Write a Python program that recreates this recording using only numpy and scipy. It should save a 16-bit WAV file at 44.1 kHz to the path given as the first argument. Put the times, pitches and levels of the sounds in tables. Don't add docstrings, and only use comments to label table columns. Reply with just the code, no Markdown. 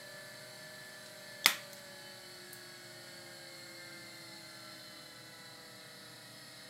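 import sys
import numpy as np
from scipy import signal
from scipy.fft import rfft, irfft
from scipy.io import wavfile
from scipy.ndimage import map_coordinates

SR = 44100
rng = np.random.default_rng(int(sys.argv[2]) if len(sys.argv) > 2 else 0)


def to_wav(sig):
    pcm = np.clip(np.atleast_2d(sig), -1, 1) * 32767
    pcm = np.round(pcm).astype(np.int16)
    wavfile.write(sys.argv[1], SR, pcm.T)


N = 295029
T = np.arange(N) / SR
BINS_HZ = np.arange(N // 2 + 1) * SR / N
LEVER_S, SNAP_S = 1.4445, 1.4598
ROTOR_HZ, BALL_PASS_HZ, BALL_SPIN_HZ = 371.4, 580.4, 704.6


def undb(db):
    return 10 ** (np.asarray(db) / 20)


def unit(x):
    return x / np.sqrt(np.mean(np.abs(x) ** 2))


def noise():
    return rng.standard_normal(N)


def colour(x, points):
    hz, db = np.transpose(points)
    eq_db = np.interp(np.log(BINS_HZ + 1), np.log(hz), db)
    return unit(irfft(rfft(x) * undb(eq_db), N))


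def bandpass(x, low_hz, high_hz):
    return signal.sosfilt(signal.butter(3, [low_hz, high_hz], "band", fs=SR, output="sos"), x)


def wander(rate_hz):
    knots = rng.standard_normal(8192)
    drift = map_coordinates(knots, [T[::16] * rate_hz], order=3, mode="wrap")
    return unit(drift).repeat(16)[:N]


def fade(t60):
    return np.exp(-np.log(1000) * T / t60)


def delayed(x, start_s):
    return np.r_[np.zeros(int(start_s * SR)), x][:N]


def whine(cycles, flutter_db=2.5, jitter_rad=0.2):
    flutter = undb(flutter_db * wander(11))
    phase = 2 * np.pi * (cycles + rng.random()) + jitter_rad * wander(17)
    return np.sqrt(2) * flutter * np.sin(phase)


def ring(modes, contact_s):
    tones = sum((-1) ** k * undb(db) * fade(t60) * np.sin(2 * np.pi * hz * T)
                for k, (hz, db, t60) in enumerate(modes))
    return tones * (1 - np.exp(-T / contact_s))


# freq_hz, gain_db
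RUMBLE_EQ = [(20, -27), (45, -20), (90, -11), (130, 2.5), (200, -2.5), (260, -2.5), (330, -4), (400, -18.5),
             (700, -14), (2000, -28.5)]
# pitch_hz, level_db
HUM_TONES = [(60, -91), (120, -70.5), (145.5, -74.5), (196, -71)]


def room(rumble_db=-63):
    hum = sum(undb(db) * whine(hz * T, jitter_rad=0.28) for hz, db in HUM_TONES)
    return undb(rumble_db) * colour(noise(), RUMBLE_EQ) + hum


# start_s, level_db, low_hz, high_hz, t60_s
FAINT_TICKS = [(1.0596, -48, 2400, 9000, .07), (1.095, -52, 2400, 9000, .05),
               (1.7306, -43, 3500, 16000, .022), (1.766, -44, 2400, 7000, .025),
               (1.78, -49, 2500, 9000, .05), (2.5303, -37.5, 7200, 16000, .022)]


def ticks(echo_db=-13, echo_t60=0.28):
    out = 0
    for start_s, db, low_hz, high_hz, t60 in FAINT_TICKS:
        envelope = fade(t60) + undb(echo_db) * fade(echo_t60)
        out += undb(db) * delayed(envelope * bandpass(noise(), low_hz, high_hz), start_s)
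    return out


# pitch_hz, level_db, t60_s
LEVER_RING = [(3400, -30, .03), (3700, -34, .02), (5500, -36, .016), (6300, -38, .016), (7400, -39, .016)]
# pitch_hz, level_db, t60_s
PANEL_RING = [(183, -45, 0.13), (930, -22.5, 0.018), (970, -35, 0.091), (1220, -19.5, 0.027),
              (1203, -37, 0.17), (1343, -39, .28), (1890, -33.5, 0.26), (2050, -9.5, 0.014),
              (2490, -40, 0.23), (3400, -46, .22), (3490, -2, 0.0048), (4580, -16.5, 0.013),
              (5050, -14.5, 0.018), (7770, -10, 0.0051), (9660, -19, 0.0075), (13900, -23, .008)]
# freq_hz, gain_db
SNAP_EQ = [(40, -34), (90, -26), (180, -8.5), (400, -12.5), (700, -11.5), (900, -9), (1250, -3.5),
           (1600, -4.5), (2200, 0), (2780, -7.5), (3500, 0), (4150, -7.5), (7500, -8), (11000, -11.5),
           (14500, -8.5), (16000, -26)]


def switch(crack_db=-18, crack_t60=0.037, echo_db=-26, echo_t60=0.37, treble_t60=0.19, build_s=0.0053):
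    lever = ring(LEVER_RING, contact_s=0.00018)
    knock = bandpass(ring(PANEL_RING, contact_s=0.0002), 130, 16000)
    crack = undb(crack_db) * fade(crack_t60) * colour(noise(), SNAP_EQ)
    walls = colour(noise(), SNAP_EQ)
    treble = irfft(rfft(walls) * BINS_HZ ** 2 / (BINS_HZ ** 2 + 5000 ** 2), N)
    tail = (walls - treble) * fade(echo_t60) + treble * fade(treble_t60)
    echo = undb(echo_db) * tail * (1 - np.exp(-T / build_s))
    return delayed(lever, LEVER_S) + delayed(knock + crack + echo, SNAP_S)


# centre_hz, width_hz, boost_db
HOUSING_RINGS = [(2582, 130, 8), (3020, 130, 4), (4050, 190, 3.5), (5200, 79, 10.5), (6900, 94, 0),
                 (7620, 710, 3.5), (8300, 210, 5.5), (10030, 350, 2.5), (10880, 820, 6)]
# freq_hz, gain_db
HISS_EQ = [(240, -48), (400, -13), (620, -8), (720, -17), (1100, -13), (1750, -3.5), (2140, -4),
           (2420, -19), (3800, -10), (4150, -4.5), (4500, -5.5), (5700, -17.5), (8000, -15), (12000, -18),
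           (15800, -29)]
# time_s, level_db
HISS_RIDE = [(0, -54.5), (1.3, -54.5), (2.3, -55), (3.5, -55.5), (4.6, -55), (5.3, -57), (6.69, -57)]


def rolling_hiss(travel, patchy_db=9.0, line_spacing_hz=7, smooth_db=-3, oversample=4):
    grid_hz = np.arange(0, SR / 2, line_spacing_hz)
    heights = np.minimum(rng.standard_normal(len(grid_hz)), 2.2)
    lines_db = patchy_db * np.interp(BINS_HZ, grid_hz, heights)
    roughness = irfft(rfft(noise()) * undb(lines_db), oversample * N)
    thicket = np.interp(travel * SR * oversample, np.arange(oversample * N), roughness)
    rolling = unit(thicket) + undb(smooth_db) * noise()
    rings_db = sum(db / (1 + (2 * (BINS_HZ - hz) / width) ** 2) for hz, width, db in HOUSING_RINGS)
    hiss = irfft(rfft(rolling) * undb(rings_db), N)
    return undb(curve_db(HISS_RIDE)) * colour(hiss, HISS_EQ)


def curve_db(ride):
    return np.interp(T, *np.transpose(ride))


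# centre_hz, width_hz, boost_db
CASE_RESONANCES = [(337.3, 32.5, 9), (356, 13, 9), (497, 8, 10.5), (620.6, 25, 14), (807, 28, 5.5),
                   (848.5, 12, 10), (987, 24, 8), (1107, 16, 7), (1190, 11.6, 12.5), (1389, 224, 12),
                   (1480, 23, 9), (1756, 170, 21), (1970, 410, 11.5), (1996, 93, 11), (2107, 68, 21),
                   (3034, 52, 16), (3304, 192, 8.5), (3594, 270, 10.5), (3950, 32, 17.5), (4080, 186, 16.5),
                   (4287, 205, 18), (4440, 200, 16.5), (4560, 86, 12), (5100, 160, 12), (7720, 580, 9.5),
                   (10900, 650, 9), (11700, 200, 3)]


def case_gain(pitch_hz):
    power = 1 + sum(undb(db) ** 2 / (1 + (2 * (pitch_hz[::64] - centre) / width) ** 2) ** 2
                    for centre, width, db in CASE_RESONANCES)
    return np.interp(T, T[::64], np.sqrt(power))


def gliding_tones(partials, speed, travel, **tremble):
    return sum(undb(db) * case_gain(hz * speed) * whine(hz * travel, **tremble) for hz, db in partials)


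# centre_hz, width_hz, level_db
SLIP_BANDS = [(1562, 97, -82.5), (2293, 90, -88), (3108, 50, -82), (4057, 110, -85), (4754, 220, -81),
              (4870, 130, -82.5), (5390, 220, -81.5), (6300, 300, -79.5), (8300, 980, -79.5),
              (12000, 270, -89), (13400, 810, -78)]


def slipping_balls(speed, travel, flutter_db=1.75):
    out = 0
    for hz, width, db in SLIP_BANDS:
        phase = 2 * np.pi * hz * travel
        band = wander(width) * np.cos(phase) + wander(width) * np.sin(phase)
        out += undb(db + flutter_db * wander(14)) * case_gain(hz * speed) * band
    return out


def high_whines(speed, travel, first=11, last=20, first_db=-85, step_db=1.3):
    partials = [(k * BALL_PASS_HZ + offset_hz, first_db - step_db * (k - first))
                for k in range(first, last + 1) for offset_hz in (0, ROTOR_HZ)]
    return gliding_tones(partials, speed, travel)


# thirds_of_rotor_rate, level_db
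ROTOR_PARTIALS = [(3, -71.5), (4, -79.5), (5, -74.5), (6, -79), (7, -75.5), (8, -81)]
# harmonic, level_db
PASS_PARTIALS = [(2, -78.5), (4, -80.5), (5, -90), (6, -81), (7, -89.5), (8, -80), (9, -87), (10, -79)]
# harmonic, level_db
FLAW_PARTIALS = [(1, -77), (2, -84.5), (3, -92)]
# freq_hz, level_db
SIDE_TONE_CURVE = [(200, -96), (850, -77.5), (1400, -85), (2100, -92.5), (2600, -99), (3200, -94.5),
                   (4400, -88.5), (5100, -90), (5600, -95), (6200, -82)]
# pitch_hz, level_db
LONE_WHINES = [(659, -78.5), (1198, -82), (1527, -85), (1567, -82), (1685, -89), (1820, -90), (1944, -90),
               (2369, -90), (3005, -88), (3108, -86), (3212, -86), (3273, -86), (4034, -86), (4433, -85),
               (4890, -84), (11768, -88)]


def bearing_tones(speed, travel, outer_side_db=-7, uneven_db=2.0):
    families = [(ROTOR_HZ / 3, ROTOR_PARTIALS), (BALL_PASS_HZ, PASS_PARTIALS),
                (BALL_SPIN_HZ, FLAW_PARTIALS)]
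    overtones = [(k * base_hz, db) for base_hz, partials in families for k, db in partials]
    sides = []
    for harmonic, *_ in BEATING_PAIRS + PASS_PARTIALS:
        for rotor_rates, trim_db in ((-2.2, outer_side_db), (-1, 0), (1, 0), (2, outer_side_db)):
            hz = abs(harmonic * BALL_PASS_HZ + rotor_rates * ROTOR_HZ)
            db = np.interp(hz, *np.transpose(SIDE_TONE_CURVE)) + trim_db
            sides.append((hz, db + uneven_db * rng.standard_normal()))
    firm = gliding_tones(overtones, speed, travel, flutter_db=1.2, jitter_rad=0.19)
    restless = gliding_tones(LONE_WHINES + sides, speed, travel)
    return firm + restless


# harmonic, level_db, second_bearing_gain_db, crest_s, let_go_drop_db, fade_db_per_s
BEATING_PAIRS = [(1, -63.5, -2, 1.655, -0.5, 2), (3, -58.5, -3, 1.405, 3.5, 2.1)]


def beating_tones(travel, coasting_s, detune_hz=0.55, let_go_s=0.39):
    let_go = np.minimum(coasting_s / let_go_s, 1)
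    out = 0
    for harmonic, db, second_db, crest_s, drop_db, fade_db_per_s in BEATING_PAIRS:
        beat_phase = 2 * np.pi * harmonic * detune_hz * (travel - crest_s)
        swell = np.abs(1 + undb(second_db) * np.exp(1j * beat_phase))
        level_db = db - drop_db * let_go - fade_db_per_s * coasting_s
        tone = whine(harmonic * BALL_PASS_HZ * travel, flutter_db=1.04, jitter_rad=0.22)
        out += undb(level_db) * swell * tone
    return out


def scene(slowing_hz_per_s=14.22, drag_s=78):
    coasting_s = np.maximum(T - SNAP_S, 0)
    lost_hz = slowing_hz_per_s * drag_s * (1 - np.exp(-coasting_s / drag_s))
    speed = 1 - lost_hz / ROTOR_HZ
    travel = np.cumsum(speed) / SR
    tones = beating_tones(travel, coasting_s) + bearing_tones(speed, travel) + high_whines(speed, travel)
    gyro = tones + slipping_balls(speed, travel) + rolling_hiss(travel)
    return np.tile(gyro + switch() + ticks() + room(), (2, 1))


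def record(dry, top_hz=15800):
    return signal.sosfilt(signal.ellip(10, .2, 70, top_hz, fs=SR, output="sos"), dry)


dry = scene()
out = record(dry)
to_wav(out)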